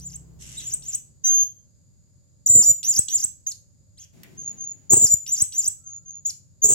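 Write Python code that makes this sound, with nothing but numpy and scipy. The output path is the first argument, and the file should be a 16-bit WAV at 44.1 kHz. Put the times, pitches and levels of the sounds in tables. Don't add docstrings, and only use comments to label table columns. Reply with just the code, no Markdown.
import sys
import numpy as np
from scipy import signal
from scipy.fft import rfft, irfft
from scipy.io import wavfile

SR = 44100
rng = np.random.default_rng(int(sys.argv[2]) if len(sys.argv) > 2 else 0)


def bounce(signal):
    frames = np.transpose(np.atleast_2d(signal))
    limited = np.clip(frames, -1, 1)
    pcm = np.round(limited * 32767).astype(np.int16)
    wavfile.write(sys.argv[1], SR, pcm)


N = 297234
TIME = np.arange(N) / SR
KHZ = 1000


def from_db(db):
    return 10 ** (np.asarray(db) / 20)


def rms_one(x):
    return x / np.sqrt(np.mean(x ** 2) + 1e-20)


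def butter(x, hz, kind, order=2):
    return signal.sosfilt(signal.butter(order, hz, kind, fs=SR, output="sos"), x)


def swell(rows):
    s, db = np.transpose(rows)
    return from_db(np.interp(TIME, s, db)) * (TIME >= s[0]) * (TIME <= s[-1])


def clock(start, length):
    return TIME[(TIME >= start) & (TIME <= start + length)] - start


def envelope_db(t, length, attack, release):
    return 20 * np.log10(np.clip(np.minimum(t / attack, (length - t) / release), 1e-6, 1))


def drift(rate_hz, size):
    lead_in = SR // 10
    return rms_one(butter(rng.standard_normal(size + lead_in), rate_hz, "low")[-size:])


def noise(spectrum, likeness=0, size=N):
    hz, db = np.transpose(spectrum)
    bins = np.maximum(np.fft.rfftfreq(size, 1 / SR), 1)
    gain = from_db(np.interp(np.log(bins), np.log(hz), db)) * (bins > hz[0] / 2)
    mid, side = irfft(rfft(rng.standard_normal((2, size))) * gain, size)
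    return rms_one(np.sqrt(1 + likeness) * mid + np.sqrt(1 - likeness) * side * [[1], [-1]])


# frequency in Hz, relative level in dB per Hz.
AIR_SPECTRUM = [(710, -64.5), (1200, -30), (2560, -16.5), (2830, -9), (4600, -14), (5900, -1.5), (7820, 0),
                (9930, -18.5), (11100, -7.5), (16000, -48.5)]


def syrinx(start, hz, db, buzz, under_db, over_db, air_db, flicker_db=0, under_spread_hz=700,
           buzz_hz=370, buzz_depth=1.97, jitter=0.013, throb=0.076):
    t = TIME[:len(hz)]

    def chance(rate_hz):
        return drift(rate_hz, size=SR // 2)[:len(t)]

    flutter = 2 * np.pi * np.cumsum(buzz_hz * (1 + .17 * chance(90))) / SR
    hz = hz * (1 + jitter * buzz * chance(380))
    phase = 2 * np.pi * np.cumsum(hz) / SR + buzz_depth * buzz * np.sin(flutter)
    overtone_gain = from_db(over_db) * (7000 / np.maximum(hz, 5100)) ** 11.36
    overtone = overtone_gain * np.sin(2 * phase)
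    slip = phase / 2 + 2 * np.pi * np.cumsum(under_spread_hz * chance(1500)) / SR
    undertone = from_db(under_db) * (np.sin(slip) + np.sin(phase + slip) / 2)
    flicker = flicker_db * np.tanh(4 * buzz) * chance(120)
    level = from_db(db + flicker) * (1 + throb * buzz * np.cos(flutter))
    air_level = from_db(air_db + db / 2 + 6.6 * chance(180)) * buzz
    air = air_level * noise(AIR_SPECTRUM, size=SR // 2)[0, :len(t)]
    edges = np.clip(np.minimum(t, t[-1] - t) / 0.0024, 0, 1)
    voice = np.sqrt(2) * level * (np.sin(phase) + overtone + undertone) + air
    out, first = np.zeros(N), np.searchsorted(TIME, start)
    out[first:first + len(t)] = edges * voice
    return out


# seconds from its start, pitch in Hz.
ARCH_PITCH = [(0, 2870), (0.015, 5800), (0.044, 6230), (0.063, 7175), (.076, 7247), (0.086, 6840)]
# seconds from the flick, pitch in Hz before hoarseness.
ZIGZAG_PITCH = [(-.064, 6100), (-.053, 4600), (-.039, 6407), (-.025, 5000), (-.011, 6720), (-.005, 5600),
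                (0, 7708), (.01, 8158)]
# start in seconds, flick in seconds, arch level in dB, flick level in dB,
# extra pitch after the flick in Hz, hoarseness from 0 to 1.
TWITTER_CALLS = [(-.004, 0.159, -33.5, -26.5, -220, 0.09), (0.609, 0.739, -29.5, -14, 159, 0.1),
                 (0.821, 0.952, -30.5, -15, -6, 0.2), (2.829, 2.991, -13.5, -4.5, 42, 0.11),
                 (3.082, 3.243, -15, -9, -170, 0.05), (5.263, 5.421, -17, -5, 28, 0.09),
                 (5.521, 5.68, -17.5, -11, -140, 0.11)]
ARCH_DB_PER_KHZ, ARCH_RANGE_DB = 13, 22.5
ZIGZAG_DB_PER_KHZ, ZIGZAG_GROWTH_DB_PER_S = 7, 176.5
ARCH_ATTACK_S, FLICK_RELEASE_S = 0.0013, 0.0059
CLEAN_ABOVE_HZ, BUZZ_PER_KHZ, MOST_PITCH_BUZZ = 6700, .25, 0.67
HOARSE_LIFT, LOW_NOTE_HZ, LOW_NOTE_DB_PER_KHZ = 0.95, 5120, 1.5


def twitter(start, flick, arch_db, flick_db, flick_hz, hoarse):
    arch, zigzag = np.array(ARCH_PITCH), np.add(ZIGZAG_PITCH, [flick - start, 0])
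    arch_end = arch[-1, 0]
    length, top_hz = zigzag[-1]
    t = clock(start, length)
    turns = np.vstack([arch, zigzag[zigzag[:, 0] > arch_end]])
    hz = np.interp(t, *turns.T)
    to_flick = flick - start - t
    hz = hz + hoarse * HOARSE_LIFT * np.maximum(top_hz - hz, 0) * t / length
    arch_drop = ARCH_DB_PER_KHZ * (arch[:, 1].max() - hz) / KHZ
    in_arch = arch_db - np.minimum(arch_drop, ARCH_RANGE_DB)
    in_zigzag = flick_db - ZIGZAG_DB_PER_KHZ * (top_hz - hz) / KHZ
    in_zigzag = in_zigzag - ZIGZAG_GROWTH_DB_PER_S * np.maximum(to_flick, 0)
    in_arch = in_arch - LOW_NOTE_DB_PER_KHZ * np.maximum(LOW_NOTE_HZ - hz, 0) / KHZ
    handover = np.clip((t - arch_end) / 0.036, 0, 1)
    db = (1 - handover) * in_arch + handover * in_zigzag
    db = db + envelope_db(t, length, ARCH_ATTACK_S, FLICK_RELEASE_S)
    buzz = hoarse + np.clip(BUZZ_PER_KHZ * (CLEAN_ABOVE_HZ - hz) / KHZ, 0, MOST_PITCH_BUZZ)
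    return syrinx(start, hz + flick_hz * (to_flick < 0), db, buzz, under_db=-42, over_db=-22.5,
                  air_db=-29.5, flicker_db=4.0, buzz_depth=1.54, jitter=.06)


# time in seconds, speed in turns per second, level in dB.
ENGINE_SPEED = [(0, 34.16, -47.5), (0.348, 32.07, -52), (0.899, 28.13, -59.5), (1.4, 26.1, -100)]
# multiple of the turning rate, relative level in dB.
ENGINE_HARMONICS = [(2, -1.5), (4, -2.5), (5, -2.5)]


def engine():
    s, speed, db = np.transpose(ENGINE_SPEED)
    turns = 2 * np.pi * np.cumsum(np.interp(TIME, s, speed)) / SR
    orders = sum(from_db(level) * np.sin(k * turns) for k, level in ENGINE_HARMONICS)
    return np.sqrt(2) * swell(np.transpose([s, db])) * orders


# frequency in Hz, relative level in dB per Hz.
HISS_SPECTRUM = [(15, -61), (25, -28.5), (102, -7), (175, -15), (229, -24.5), (301, -29.5), (450, -37.5),
                 (591, -31), (659, -44.5), (3160, -56), (5000, -39.5), (5730, -55.5), (6920, -26.5),
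                 (7700, -41.5), (9500, -57), (11000, -47), (16000, -71.5)]
HISS_DB = -56.5
# frequency in Hz, relative level in dB per Hz.
RUMBLE_SPECTRUM = [(45, 2), (110, 7.5), (2500, -36)]
# time in seconds, level in dB.
RUMBLE_ENVELOPE = [(0, -53), (.75, -50), (1.4, -73.5)]


def hush():
    steady = from_db(HISS_DB) * noise(HISS_SPECTRUM, likeness=0.11)
    return steady + swell(RUMBLE_ENVELOPE) * noise(RUMBLE_SPECTRUM, likeness=0.033)


# start in seconds, length in seconds, level in dB.
RASP_CALLS = [(.388, .35, -45), (.828, .14, -51)]
RASP_ATTACK_S, RASP_RELEASE_S, RASP_FADE_DB_PER_S = 0.032, .04, 0.5


def rasp(grain_db=3.0):
    level = 0
    for start, length, db in RASP_CALLS:
        t = TIME - start
        shape_db = envelope_db(t, length, RASP_ATTACK_S, RASP_RELEASE_S)
        level = level + from_db(db + shape_db - RASP_FADE_DB_PER_S * np.abs(t))
    return level * from_db(grain_db * drift(130, N)) * noise(AIR_SPECTRUM, likeness=-0.015)


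# start in seconds, attack in seconds, rise in seconds, length in seconds, first pitch in Hz,
# top pitch in Hz, last pitch in Hz, peak level in dB, final buzz from 0 to 1, relative lower octave in dB.
CHIP_CALLS = [(.565, 0.017, .02, .043, 7010, 7830, 6200, -30, 0.06, -9),
              (3.463, 0.0095, 0.039, 0.063, 6126, 7206, 3586, -21.5, 0.53, -57.5),
              (3.971, 0.047, .028, .08, 2754, 6560, 5620, -42.5, 0.94, -21),
              (6.249, 0.012, 0.017, 0.062, 6280, 7034, 3830, -17.5, 0.43, -41.5)]
CHIP_FALL_S, CHIP_FADE_DB_PER_S = 0.018, 335


def chip(start, attack, rise, length, first_hz, top_hz, last_hz, peak_db, most_buzz, under_db):
    t = clock(start, length)
    turns_s = [0, rise, max(rise, length - CHIP_FALL_S), length]
    hz = np.interp(t, turns_s, [first_hz, top_hz, top_hz, last_hz])
    db = peak_db + envelope_db(t, length, attack, 0.0033)
    db = db - CHIP_FADE_DB_PER_S * np.maximum(t - attack, 0)
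    return syrinx(start, hz, db, most_buzz * t / length, under_db, over_db=-25.0,
                  air_db=-30.5, flicker_db=-1.5, under_spread_hz=90, jitter=0.074)


WHISTLE_START_S, WHISTLE_LENGTH_S = 1.238, .2
WHISTLE_HZ, WHISTLE_SCOOP_HZ, WHISTLE_SCOOP_S = 6440, 376.3, 0.039
WHISTLE_DB, WHISTLE_BUZZ = -17.5, 0.045
WHISTLE_ATTACK_S, WHISTLE_RELEASE_S = 0.0083, 0.0038


def whistle():
    t = clock(WHISTLE_START_S, WHISTLE_LENGTH_S)
    hz = WHISTLE_HZ - WHISTLE_SCOOP_HZ * np.exp(-t / WHISTLE_SCOOP_S)
    db = WHISTLE_DB + envelope_db(t, WHISTLE_LENGTH_S, WHISTLE_ATTACK_S, WHISTLE_RELEASE_S)
    return syrinx(WHISTLE_START_S, hz, db, WHISTLE_BUZZ, under_db=-40, over_db=-29.5,
                  air_db=-26, flicker_db=-1, under_spread_hz=140, jitter=0.093)


# start in seconds, length in seconds, pitch in Hz, scoop from below in Hz,
# added buzz at its peak from 0 to 1, seconds until the buzz peaks.
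SQUEAL_CALLS = [(2.46, 0.259, 7379, 300, 0.15, 0.082), (4.895, .254, 7354, 695.4, 0.99, .055),
                (6.618, .125, 7220, 864, 1, 0.086)]
# time in seconds, level in dB before SQUEAL_GAIN_DB.
SQUEAL_ENVELOPES = [
    [(2.458, -15), (2.464, -21), (2.47, -18.5), (2.484, -28.5), (2.5, -15.5), (2.546, -21), (2.554, -15),
     (2.616, -17.5), (2.634, -26), (2.696, -14.5), (2.71, -14.5), (2.716, -17)],
    [(4.897, -33), (4.903, -19), (4.943, -14.5), (4.949, -26.5), (4.979, -13), (4.985, -26), (5.049, -14.5),
     (5.085, -36.5), (5.121, -16), (5.131, -21), (5.141, -12), (5.15, -48)],
    [(6.62, -36), (6.626, -27.5), (6.646, -14), (6.68, -29.5), (6.698, -15.5), (6.71, -22.5), (6.74, -23)],
]
# centre in seconds, depth in Hz, half length in seconds.
PITCH_DIVES = [(2.478, 1400, 0.0082), (2.636, 2400, 0.017), (5.076, 2500, .022)]
SQUEAL_GAIN_DB, SCOOP_S, SAG_HZ_PER_S, LEAST_BUZZ = 6.5, .03, 1200, 0.065
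DIVE_DB_PER_KHZ, DIVE_BUZZ_PER_KHZ = 3.5, 0.073


def squeal(start, length, pitch_hz, scoop_hz, most_buzz, buzz_peak_s, levels):
    t = clock(start, length)
    dive = sum(depth * np.maximum(1 - np.abs(start + t - s) / half, 0) for s, depth, half in PITCH_DIVES)
    hz = pitch_hz - scoop_hz * np.exp(-t / SCOOP_S) - SAG_HZ_PER_S * t - dive
    db = SQUEAL_GAIN_DB + np.interp(start + t, *np.transpose(levels)) - DIVE_DB_PER_KHZ * dive / KHZ
    buzz_shape = (t / buzz_peak_s * np.exp(1 - t / buzz_peak_s)) ** 2
    buzz = LEAST_BUZZ + most_buzz * buzz_shape + DIVE_BUZZ_PER_KHZ * dive / KHZ
    return syrinx(start, hz, db, buzz, under_db=-47.5, over_db=-20.5, air_db=-37.5, flicker_db=2.5,
                  buzz_hz=417, buzz_depth=1.65, jitter=.025, throb=0.56)


# time in seconds, level in dB.
SHUFFLE_ENVELOPE = [(4.13, -62), (4.17, -60), (4.5, -58.5), (4.88, -69.5)]
# frequency in Hz, relative level in dB per Hz.
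FEATHER_SPECTRUM = [(200, 2.5), (1100, -24.5), (6000, -18), (15000, -26)]
# time in seconds, peak level in dB before the tick gain.
CLAW_TICKS = [(4.2331, -30.5)]


def perch(tick_s=0.027, tick_gain_db=-6, tick_fall_db=57.5):
    rustle = swell(SHUFFLE_ENVELOPE) * from_db(0.51 * drift(75, N)) * noise(FEATHER_SPECTRUM, likeness=0.095)
    tick = 0
    for s, db in CLAW_TICKS:
        peak_db = db + tick_gain_db
        tick = tick + swell([(s, peak_db), (s + tick_s, peak_db - tick_fall_db)])
    return rustle + butter(tick * rng.standard_normal((2, N)), 1800, "high")


# start in seconds, level in dB.
PEEP_CALLS = [(4.367, -37.5), (4.571, -36), (5.836, -41), (6.047, -43)]
PEEP_S, PEEP_ATTACK_S, PEEP_BUZZ = 0.16, 0.034, 0.048
PEEP_HZ, PEEP_RISE_HZ, PEEP_GLIDE_AT_S, PEEP_GLIDE_S = 6386, 471, .078, .028


def peep(start, level_db):
    t = clock(start, PEEP_S)
    glide = (1 + np.tanh((t - PEEP_GLIDE_AT_S) / PEEP_GLIDE_S)) / 2
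    db = level_db + envelope_db(t, PEEP_S, PEEP_ATTACK_S, 0.011)
    return syrinx(start, PEEP_HZ + PEEP_RISE_HZ * glide, db, PEEP_BUZZ, under_db=-48.5,
                  over_db=-49.5, air_db=-50.0, flicker_db=24.5)


# time in seconds, level in dB.
FAR_TONE_ENVELOPE = [(5.77, -87), (5.9, -72), (6.15, -100)]
FAR_TONE_HZ = 1350


def far_tone():
    hz = FAR_TONE_HZ * (1 + 0.0076 * drift(51, N))
    return np.sqrt(2) * swell(FAR_TONE_ENVELOPE) * np.sin(2 * np.pi * np.cumsum(hz) / SR)


def song(thin_low_hz=8500, thin_high_hz=11200, thin_share=0.71):
    calls = sum(twitter(*row) for row in TWITTER_CALLS) + sum(chip(*row) for row in CHIP_CALLS)
    calls += whistle() + sum(peep(*row) for row in PEEP_CALLS)
    calls += sum(squeal(*row, levels) for row, levels in zip(SQUEAL_CALLS, SQUEAL_ENVELOPES))
    return calls - thin_share * butter(calls, [thin_low_hz, thin_high_hz], "band", order=1)


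# delay in seconds, relative level in dB.
PORT_ECHOES = [(.00125, -11), (.0021, -12.5)]
PORT_LAG_S = 4.7e-5


def cage(voice):
    hz = np.fft.rfftfreq(N, 1 / SR)
    direct = np.exp(-2j * np.pi * hz * np.array([[0], [PORT_LAG_S]]))
    echoes = np.array([from_db(db) * np.exp(-2j * np.pi * hz * lag) for lag, db in PORT_ECHOES])
    return irfft(rfft(voice) * (direct + echoes), N)


ROOM_T60_S, TAIL_T60_S = 0.26, 0.51


def room(x, wet_db=-11, tail_db=-25, first_echo_s=0.0041):
    t = TIME[:SR]
    response = 0
    for t60, level_db in ((ROOM_T60_S, wet_db), (TAIL_T60_S, tail_db)):
        echoes = rng.standard_normal((2, SR)) * 1000 ** (-t / t60) * (t > first_echo_s)
        response = response + from_db(level_db) * rms_one(echoes) / np.sqrt(SR)
    return signal.fftconvolve(x, response, axes=1)[:, :N]


# time in seconds, left minus right level in dB.
HEAD_TURNS = [(.95, 0.5), (1.3, -1), (2.5, -1), (2.62, -2), (2.68, -5), (2.9, -2), (4.95, 1), (5.1, -0.5),
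              (5.4, 0)]


def scene():
    pan = from_db(np.interp(TIME, *np.transpose(HEAD_TURNS)) * [[.5], [-.5]])
    bird = cage(song()) * pan + rasp() + perch()
    spread = from_db(17.5) * butter(bird, 3000, "low", order=4)
    return bird + room(bird + spread) + hush() + engine() + far_tone()


def record(dry, bend_left=0.42, bend_right=0.62, flutter_cut_hz=2100, octave_db=-7,
           dip_hz=9400, dip_share=0.42, top=0.99, cutoff_hz=15900):
    heard = dry - dip_share * butter(dry, [dip_hz - 750, dip_hz + 750], "band", order=1)
    bent = -np.array([[bend_left], [bend_right]]) * heard ** 2
    flutter = butter(butter(bent, 85, "high", order=3), flutter_cut_hz, "low", order=1)
    octave = from_db(octave_db) * butter(bent, 11000, "high")
    out = top * np.tanh(heard / top) + flutter + octave
    return signal.sosfilt(signal.ellip(10, .1, 80, cutoff_hz, fs=SR, output="sos"), out)


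dry = scene()
out = record(dry)
bounce(out)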